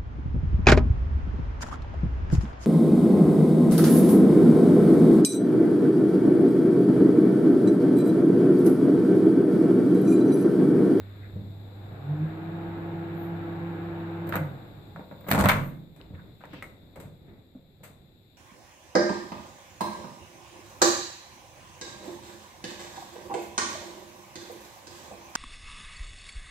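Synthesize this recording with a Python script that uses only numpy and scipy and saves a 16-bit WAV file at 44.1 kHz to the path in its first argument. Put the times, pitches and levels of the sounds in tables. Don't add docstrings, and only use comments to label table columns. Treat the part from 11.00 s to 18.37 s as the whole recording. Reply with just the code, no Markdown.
import sys
import numpy as np
from scipy import signal
from scipy.fft import rfft, irfft, next_fast_len
from scipy.io import wavfile
from scipy.ndimage import uniform_filter1d, map_coordinates

SR = 44100
rng = np.random.default_rng(int(sys.argv[2]) if len(sys.argv) > 2 else 0)


def output_pcm(signal):
    pcm = np.clip(np.atleast_2d(signal).T, -1, 1) * 32767
    wavfile.write(sys.argv[1], SR, np.round(pcm).astype(np.int16))


N = 325017

# (time [s], room rumble [dB], microphone hiss [dB])
BACKGROUND_LEVELS = [(0, -48.5, -62), (4.3, -54.5, -61.5), (4.85, -54.5, -66.5), (5.4, -52, -64),
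                     (6.6, -57, -69), (7.4, -57, -66)]
# (frequency [Hz], relative level [dB])
RUMBLE_COLOUR = [(20, -6), (60, 0.5), (100, 3.5), (130, 1), (300, -2), (480, -9), (700, -14), (1100, -23.5),
                 (2200, -25), (3000, -43), (8000, -69.5)]
# (frequency [Hz], relative level [dB])
HISS_COLOUR = [(1000, -27.5), (2400, -5.5), (3100, -14.5), (3500, 2.5), (3900, 3), (4300, -7), (5000, -16),
               (6100, -33.5), (7400, -10), (9200, -35), (11000, -28.5), (12500, -9), (14500, -16.5)]
# (frequency [Hz], side against mid [dB])
WIDTH = [(30, -16), (80, -12.5), (160, -12.5), (300, -9), (600, -6.5), (1200, -0.5), (2500, 0.5),
         (5000, 0.5), (14000, -0.5)]
# (frequency [Hz], side against mid [dB])
CLOSE_WIDTH = [(30, -9), (80, -16.5), (160, -13.5), (300, -16), (600, -8.5), (1200, -1), (2300, -1),
               (4500, 1.5), (14000, -0.5)]
# (frequency [Hz], t60 [s])
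KITCHEN_DECAY = [(100, 0.88), (300, 0.97), (700, 0.47), (2000, 0.4), (5000, 0.38), (14000, 0.58)]
# (frequency [Hz], level [dB])
ROOM_SEND = [(200, -3.5), (2000, -6), (7000, -7), (13000, -15.5)]
# (frequency [Hz], left against right [dB])
PORT_BALANCE = [(200, -1), (400, -0.5), (700, 4), (1300, -2), (2300, 3.5), (3100, 1), (3900, 15),
                (5200, -6), (6300, -1.5), (7500, 5), (9200, 12), (11500, 1), (13000, 0)]
TOP_HZ = 14700

# (multiple of the hum pitch, level [dB])
HUM_PARTIALS = [(1, 1), (2, -21.5), (3, -19.5), (4, -38.5), (5, -31)]
HUM_HZ = 99.9
OFF_S = 3.365
HUM_DB, IDLE_DB, HUM_T60_S = -44.5, -67.5, 0.51

# (multiple of the blade rate, level against the octave [dB])
FAN_OVERTONES = [(3, -19), (4, -23.5), (5, -20.5), (5.45, -22.5), (8, -26), (10, -28)]
# (frequency [Hz], relative level [dB])
RUSH_COLOUR = [(30, -24.5), (70, -18.5), (150, 7.5), (200, 2.5), (250, -6), (300, 4.5), (390, -2.5),
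               (480, -1.5), (590, -7.5), (700, -2.5), (860, -4), (1000, -13.5), (1500, -34), (4000, -86.5)]
# (frequency [Hz], relative level [dB])
BRIGHT_COLOUR = [(400, -46.5), (850, -19), (1050, 2), (1250, 0.5), (1450, 1), (1700, 0), (1850, -4.5),
                 (2300, -6), (2900, -13.5), (4500, -28.5), (9000, -72)]
# (frequency [Hz], half-width [Hz], lift [dB])
PANELS = [(147.5, 6.8, 12), (155.7, 2.7, 10.5), (165.6, 1.2, 5), (294.4, 23, 10.5)]
FULL_HZ = 168.1
START_HZ, CLIMB_HZ_PER_S, KNEE = 20, 118, 10
COAST_S, COAST_POWER = 0.49, 0.76
BLADE_DB, BLADE_POWER = -40, 3.6
OCTAVE_DB, OCTAVE_POWER = -38, 15

# (frequency [Hz], relative level [dB], t60 [s])
CASE_MODES = [(98, -15, .6), (139, -16, .45), (157, -12, .75), (169, -13.5, .45), (184, -16, .45),
              (207, -21, .4), (254, -26, .95), (286, -22, .6), (506, -17, .36), (542, -14.5, .28),
              (579.5, -17, .28), (633, -18, .3), (698, -22, .2), (786, -24, .3), (830, -17, .28),
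              (914.5, -17.5, .28), (956, -18.5, .33), (1016, -18.5, .3), (1055, -18.5, .28),
              (1122, -17.5, .36), (1221, -18, .24), (1297, -21, .22), (1380, -18, .24), (1444, -17.5, .24),
              (1571, -17.5, .22), (1643, -20, .25), (1911, -27, .22), (2045, -17.5, .22), (2132, -18, .22),
              (2296, -19, .26), (2600, -26.5, .25), (3580, -33, .28), (4260, -26, .14)]
CAVITY_FROM_HZ, CAVITY_WIDTH_HZ = 450, 9
# (frequency [Hz], relative level per Hz [dB])
PLASTIC_COLOUR = [(25, -39.5), (70, -33.5), (150, -24.5), (210, -27), (370, -34), (550, -32), (900, -33.5),
                  (1400, -30.5), (2200, -32.5), (3000, -40), (4100, -40), (5500, -49), (8000, -39),
                  (10000, -47.5), (14000, -40)]
RATTLE_PER_S, RATTLE_DB, TAP_T60_S = 420, 3, .007
BRIGHT_FROM_HZ = 640

# (time [s], half-length [s], level [dB], centre [Hz], width [octaves])
SCUFFS = [(0.105, 0.18, -61.5, 1450, 0.42), (0.244, 0.019, -55, 1760, 0.22),
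          (2.224, 0.045, -57.5, 14000, 0.1), (4.659, 0.033, -56, 13600, 0.092),
          (5.014, 0.00084, -44.5, 3360, 0.23), (5.152, 0.0064, -55.5, 1700, 0.34),
          (5.192, 0.015, -54.5, 1340, 0.33), (6.29, 0.0098, -67, 1697, 0.38),
          (5.562, 0.038, -53.5, 2550, 0.39), (6.017, 0.042, -52.5, 477, 0.47),
          (6.918, 0.04, -65, 730, 0.49)]
# (time [s], frequency [Hz], level [dB], build-up [s], t60 [s])
THUDS = [(.352, 102.5, -19.5, 0.036, 0.25), (0.359, 202, -34.5, .015, 0.26), (.35, 493, -35, .02, .1),
         (3.948, 162.5, -36, .006, .35), (4.394, 71, -12, 0.013, 0.12), (4.44, 101, -13.5, .01, 0.21),
         (4.452, 47, -33, .02, 0.63), (4.481, 32.8, -34, .03, 0.83), (4.534, 99.7, -20, 0.0076, 0.25),
         (5.131, 89, -31.5, 0.014, 0.25), (5.439, 280, -40, 0.0073, 0.071), (5.533, 294, -32, 0.0034, 0.08),
         (5.982, 163, -43, 0.0063, .29), (6.55, 257, -30.5, 0.0067, 0.084)]

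# (frequency [Hz], level [dB])
BUMP_DRIVE = [(140, 2.5), (520, -8), (2000, -29), (7500, -54.5)]
# (time [s], level [dB], brightness [dB per octave])
BUMPS = [(.327, -42.5, -5), (.357, -33, -10.5), (3.27, -30, -6), (5.1, -38, -4), (5.135, -38, -1),
         (5.98, -39.5, -1), (6.05, -42, 6), (6.552, -46, -11), (6.805, -44, 0)]
BUMP_CONTACT_S, BUMP_REBOUND_S, BUMP_REBOUND_DB = 0.048, .022, -7
# (frequency [Hz], level [dB])
JOLT_DRIVE = [(100, -4), (175, 2.5), (280, -1.5), (450, -5), (850, 1), (2000, -13), (7500, -16.5),
              (13000, -18)]
# (time [s], level [dB], brightness [dB per octave])
JOLTS = [(4.284, -30, 0), (4.331, -23.5, 1.5), (4.347, -20, 1), (4.378, -18, -1.5), (4.389, -23, 2),
         (4.402, -21.5, 1.5), (4.416, -24.5, 1), (4.439, -17.5, 0), (4.529, -25, -2), (4.565, -33.5, -5)]
JOLT_CONTACT_S, JOLT_REBOUND_S, JOLT_REBOUND_DB = 0.023, .007, -1
# (frequency [Hz], level [dB])
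KNOCK_DRIVE = [(140, -6), (330, -3), (540, 3.5), (1100, -2), (2000, -5), (7500, -22.5), (13000, -26.5)]
# (time [s], level [dB], brightness [dB per octave], contact [s])
KNOCKS = [(3.96, -37, -2, 0.02), (3.967, -39, -8, 0.013), (3.994, -32.5, -8, .016),
          (4.014, -46.5, -3.5, .016), (4.112, -36, -4.5, 0.013), (4.12, -41, -5.5, 0.0132),
          (4.208, -51, -4, 0.026), (4.244, -42.5, -4, .018), (4.265, -37, -2, .052),
          (4.3135, -16.5, -3, 0.0087), (4.459, -22.5, -1, 0.014), (5.0, -50, 1, .043),
          (5.404, -45.5, 0.5, .08), (5.438, -39.5, -1.5, .014), (5.446, -42.5, -2.5, 0.017),
          (5.454, -49.5, 3, 0.015), (5.531, -40, 2.5, .06), (5.625, -41.5, -0.5, 0.012),
          (5.958, -37.5, -6, 0.077), (6.549, -49.5, -14, 0.024), (6.568, -57, -9, 0.029)]
# (frequency [Hz], level [dB])
CLACK_DRIVE = [(140, -12), (520, -9), (1000, -1), (1500, -0.5), (2300, -0.5), (4000, -5), (7500, -14),
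               (13000, -10)]
# (time [s], level [dB], brightness [dB per octave], contact [s])
CLACKS = [(3.323, -25.5, -3.5, .026), (3.331, -32.5, -3, 0.021), (3.338, -21, -6.5, 0.024),
          (3.346, -29.5, -7.5, .022), (3.356, -26.5, -3.5, 0.02), (3.365, -26, -5.5, 0.025),
          (4.3135, -28.5, 4, .016), (4.322, -30, -3.5, 0.012), (4.443, -24.5, -7.5, .018),
          (4.457, -11.5, -4, .011), (4.487, -15.5, 1, 0.031), (4.4955, -13, -1.5, .019),
          (4.513, -24, -1.5, .02)]
# (frequency [Hz], level [dB])
TICK_DRIVE = [(140, -5.5), (520, 4), (2000, -5.5), (6000, -11.5), (10500, -10.5), (13000, 2)]
# (time [s], level [dB], brightness [dB per octave], contact [s])
TICKS = [(3.27, -44, 0.5, .03), (3.291, -36, 0, .026), (3.325, -40, -1, .02), (3.337, -38, -1, .025),
         (3.355, -26.5, -0.1, .02), (3.365, -28.5, -1.1, .015), (4.208, -50.5, 0, .02),
         (4.272, -45, 1, .05), (4.286, -31, 0.5, .033), (4.302, -32.5, 2.5, .05), (4.3135, -33.5, 1, .012),
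         (4.457, -27, 0, .007), (4.4875, -34.5, 3.5, .016)]
# (frequency [Hz], level [dB])
HINGE_DRIVE = [(140, -7.5), (520, 1.5), (1500, -7), (2200, -3), (6000, -3.5), (7800, -0.5), (10500, -3),
               (12200, 1.5), (14500, -3.5)]
# (time [s], level [dB], brightness [dB per octave], contact [s])
HINGE_TICKS = [(4.963, -57, -1.5, 0.0067), (5.625, -49.5, -0.5, 0.023), (5.957, -50, -2, 0.033),
               (5.999, -50.5, 0, 0.044), (6.832, -46, 0, 0.078)]
# (frequency [Hz], left against right [dB])
LATCH_BALANCE = [(9000, -0.5), (11000, 4.5), (12500, -7.5)]
# (frequency [Hz], level [dB], t60 [s])
HOOK_MODES = [(2045, -1, .17), (2128, -2.5, .15), (2290, -3, .15), (2345, -6, .11), (2482, -10, .14),
              (2960, -10, .13), (3120, -12, .1), (4080, -9, .08), (4135, -9, .08), (5080, -18, .1)]
# (time [s], level [dB])
HOOK_HITS = [(4.3135, -37), (4.458, -43), (4.4885, -27.5)]
# (frequency [Hz], level [dB], t60 [s])
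STOP_MODES = [(1296, -11.5, 0.076), (1580, -14, .027), (1955, -9, 0.055), (2024, -1.5, 0.024),
              (2160, -21, 0.11), (2170, -12, .09), (2390, -21, 0.054)]
# (time [s], level [dB])
STOP_HITS = [(5.6245, -31), (5.632, -45), (5.642, -40.5)]


def amp(db):
    return 10 ** (np.asarray(db) / 20)


def unit(x):
    return x / np.sqrt(np.mean(x ** 2) + 1e-20)


def along(points, hz):
    f, v = np.transpose(points)
    return np.interp(np.log(hz + 1), np.log(f + 1), v)


def curves(rows):
    s, *cols = np.transpose(rows)
    return [np.interp(np.arange(N) / SR, s, c) for c in cols]


def wobble(rate):
    knots = rng.standard_normal(int(N * rate / SR) + 4)
    return map_coordinates(knots, [np.arange(N) * rate / SR])


def filtered(x, response):
    n = x.shape[-1]
    m = next_fast_len(n + SR // 4)
    return irfft(rfft(x, m) * response(np.fft.rfftfreq(m, 1 / SR)), m)[..., :n]


def causal(level_db, size=4096):
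    cepstrum = irfft(level_db(np.fft.rfftfreq(size, 1 / SR)) * np.log(10) / 20)
    cepstrum[1:size // 2] *= 2
    cepstrum[size // 2 + 1:] = 0
    return irfft(np.exp(rfft(cepstrum)))


def spread(pair, width=WIDTH):
    def mid_side_gains(hz):
        turn = np.arctan(amp(along(width, hz)))
        return np.array([np.cos(turn), np.sin(turn)])
    mid, side = filtered(pair, mid_side_gains)
    return np.array([mid + side, mid - side])


def panned(x, balance):
    def response(hz):
        gains = amp(np.outer([.5, -.5], along(balance, hz)))
        return gains / np.sqrt(np.mean(gains ** 2, axis=0))
    return filtered(x, response)


def noise(spectrum):
    white = spread(rng.standard_normal((2, N)))
    return unit(filtered(white, lambda hz: amp(along(spectrum, hz))))


def tone(pitch_hz, multiple, flutter_db):
    phase = 2 * np.pi * (multiple * np.cumsum(pitch_hz) / SR + rng.random())
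    return np.sqrt(2) * np.sin(phase) * amp(flutter_db * wobble(17))


def rough_tone(pitch_hz, multiple, rough_hz):
    stir = 1.1 + wobble(rough_hz) + 1j * wobble(rough_hz)
    turning = np.exp(2j * np.pi * multiple * np.cumsum(pitch_hz) / SR)
    return unit(np.real(stir * turning))


def background():
    rumble_db, hiss_db = curves(BACKGROUND_LEVELS)
    rumble = amp(rumble_db + 2.4 * wobble(8.7)) * noise(RUMBLE_COLOUR)
    return rumble + amp(hiss_db) * noise(HISS_COLOUR)


def kitchen(x):
    hz, t, z = signal.stft(rng.standard_normal((2, SR * 3 // 4)), SR, nperseg=256)
    fading = z * amp(-60 * t / along(KITCHEN_DECAY, hz)[:, None])
    tail = spread(signal.istft(fading, SR, nperseg=256)[1])
    delay = round(.006 * SR)
    tail = np.pad(tail / np.linalg.norm(tail[0]), ((0, 0), (delay, 0)))
    return signal.fftconvolve(x, tail, axes=1)[:, :N]


def since_off():
    return np.maximum(np.arange(N) / SR - OFF_S, 0)


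def hum():
    level = amp(HUM_DB - 60 * since_off() / HUM_T60_S) + amp(IDLE_DB)
    pitch = HUM_HZ * (1 + .004 * wobble(7.5))
    return level * sum(amp(db) * tone(pitch, k, flutter_db=0.9) for k, db in HUM_PARTIALS)


def fan_speed():
    climb = (START_HZ + CLIMB_HZ_PER_S * np.arange(N) / SR) / FULL_HZ
    driven = climb / (1 + climb ** KNEE) ** (1 / KNEE)
    return driven / (1 + since_off() / COAST_S) ** COAST_POWER


def panel_lift(tone_hz):
    return amp(sum(db * np.exp(-((tone_hz - hz) / width) ** 2) for hz, width, db in PANELS))


def cavity(x, lift_db):
    def level_db(hz):
        peaks = sum(np.exp(-((hz - mode_hz) / CAVITY_WIDTH_HZ) ** 2)
                    for mode_hz, _, _ in CASE_MODES if mode_hz > CAVITY_FROM_HZ)
        return lift_db * (peaks - uniform_filter1d(peaks, size=75))
    return signal.fftconvolve(x, causal(level_db, size=16384)[None], axes=1)[:, :N]


def fan():
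    speed = fan_speed()
    pitch = FULL_HZ * speed * (1 + .002 * wobble(10))
    blade = panel_lift(FULL_HZ * speed) * tone(pitch, 1, flutter_db=2.15)
    octave = panel_lift(2.02 * FULL_HZ * speed) * tone(pitch, 2, flutter_db=1.0)
    overtones = sum(amp(db) * rough_tone(pitch, k, rough_hz=22.1) for k, db in FAN_OVERTONES)
    tones = amp(BLADE_DB) * speed ** BLADE_POWER * blade
    tones = tones + amp(OCTAVE_DB) * speed ** OCTAVE_POWER * (octave + overtones)
    throb = 1 + .1 * tone(pitch, 0.91, flutter_db=-4)
    rush = amp(-41 + 0.48 * wobble(7.9)) * speed ** 2.85 * noise(RUSH_COLOUR)
    bright = amp(-49.5 + 0.39 * wobble(0.77)) * speed ** 3.44 * throb * noise(BRIGHT_COLOUR)
    return tones + cavity(rush + bright, lift_db=5)


def scuffs():
    out, t = np.zeros((2, N + SR)), np.arange(-SR // 3, SR // 3) / SR
    for s, half_s, db, centre_hz, octaves in SCUFFS:
        band = lambda hz: np.exp(-.25 * (np.log2((hz + 1) / centre_hz) / octaves) ** 2)
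        grain = unit(filtered(spread(rng.standard_normal((2, len(t)))), band))
        swell = np.exp(-.5 * (t / half_s) ** 2)
        out[:, round(s * SR):][:, :len(t)] += amp(db) * swell * grain
    return out[:, len(t) // 2:][:, :N]


def thuds():
    out, t = np.zeros(N + SR), np.arange(SR) / SR
    for s, hz, db, build_s, t60 in THUDS:
        envelope = amp(db - 60 * t / t60) * (1 - np.exp(-t / build_s))
        out[round(s * SR):][:SR] += envelope * np.sin(2 * np.pi * hz * t)
    return out[:N]


def ringing(modes, hits):
    out, t = np.zeros(N + SR), np.arange(SR // 2) / SR
    hz, db, t60 = np.transpose(modes)
    rings = np.sin(2 * np.pi * hz[:, None] * t) * amp(-60 * t / t60[:, None])
    for s, strength_db in hits:
        out[round(s * SR):][:len(t)] += amp(strength_db + db + rng.normal(0, 0.76, len(hz))) @ rings
    return out[:N]


def case_ring(drive_db, ring_db, t):
    hz, db, t60 = np.transpose(CASE_MODES)
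    sizes = amp(db + ring_db + drive_db(hz) + rng.normal(0, 3.2, len(hz)))
    sizes = sizes * rng.choice([-1, 1], len(hz))
    hz = hz * (1 + rng.normal(0, .002, len(hz)))
    turns = np.outer(hz, t).astype(np.float32)
    fall = np.outer(np.log(1000) / t60, t).astype(np.float32)
    return sizes @ (np.sin(2 * np.pi * turns) * np.exp(-fall))


def rattling(share, t):
    taps = (rng.random(len(t)) < RATTLE_PER_S / SR) * amp(RATTLE_DB * rng.standard_normal(len(t)))
    chatter = unit(signal.lfilter([1], [1, -amp(-60 / (TAP_T60_S * SR))], taps))
    return np.sqrt(1 - share + share * chatter ** 2)


def blow(drive_db, contact_s, body_t60, body_db, rattle, ring_db):
    t = np.arange(SR * 3 // 4) / SR
    rise = 1 - np.exp(-t / (0.91 * contact_s ** 2))
    spike = amp(-0.5 - 60 * t / 0.00075)
    crack = np.sqrt(0.01 / contact_s) * (amp(-60 * t / contact_s) + spike)
    shudder = rattling(rattle, t) * amp(body_db - 60 * t / body_t60)
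    grain = spread(rng.standard_normal((2, len(t))), CLOSE_WIDTH) * np.sqrt(SR / 2)
    burst = grain * rise * (crack + shudder)
    colour = causal(lambda hz: along(PLASTIC_COLOUR, hz) + drive_db(hz))
    plastic = signal.fftconvolve(burst, colour[None], axes=1)[:, :len(t)]
    return amp(6.0) * plastic + rise * case_ring(drive_db, ring_db, t)


def rebounding(rows, contact_s, rebound_s, rebound_db):
    return [(s + k * rebound_s, db + k * rebound_db, brightness, contact_s)
            for s, db, brightness in rows for k in (0, 1)]


def strike(contacts, drive, body_t60, body_db, rattle, ring_db):
    out = np.zeros((2, N + SR))
    for s, db, brightness, contact_s in contacts:
        def drive_db(hz):
            tilt = brightness * np.log2(np.maximum(hz / BRIGHT_FROM_HZ, 1))
            return db + along(drive, hz) + tilt
        hit = blow(drive_db, contact_s, body_t60, body_db, rattle, ring_db)
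        out[:, round(s * SR):][:, :hit.shape[1]] += hit
    return out[:, :N]


def door():
    bump_pairs = rebounding(BUMPS, BUMP_CONTACT_S, BUMP_REBOUND_S, BUMP_REBOUND_DB)
    jolt_pairs = rebounding(JOLTS, JOLT_CONTACT_S, JOLT_REBOUND_S, JOLT_REBOUND_DB)
    bumps = strike(bump_pairs, BUMP_DRIVE, body_t60=.16, body_db=-9.5, rattle=0.72, ring_db=-3.5)
    jolts = strike(jolt_pairs, JOLT_DRIVE, body_t60=0.11, body_db=-13.5, rattle=0.84, ring_db=-4.5)
    clacks = strike(CLACKS, CLACK_DRIVE, body_t60=0.14, body_db=-13, rattle=.9, ring_db=-7)
    ticks = strike(TICKS, TICK_DRIVE, body_t60=0.15, body_db=-18, rattle=0.5, ring_db=-3)
    knocks = strike(KNOCKS, KNOCK_DRIVE, body_t60=0.18, body_db=-18, rattle=0.42, ring_db=-3.5)
    hinge = strike(HINGE_TICKS, HINGE_DRIVE, body_t60=0.28, body_db=-7.5, rattle=.15, ring_db=-6)
    return panned(jolts + clacks + ticks, LATCH_BALANCE) + bumps + knocks + hinge


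def scene():
    handling = door() + ringing(HOOK_MODES, HOOK_HITS) + ringing(STOP_MODES, STOP_HITS) + scuffs()
    room = kitchen(filtered(handling, lambda hz: amp(along(ROOM_SEND, hz))))
    return background() + hum() + fan() + thuds() + handling + room


def record(dry):
    x = panned(dry, PORT_BALANCE)
    x = x / (1 + (x / .55) ** 4) ** .25
    return filtered(x, lambda hz: hz < TOP_HZ)


dry = scene()
out = record(dry)
output_pcm(out)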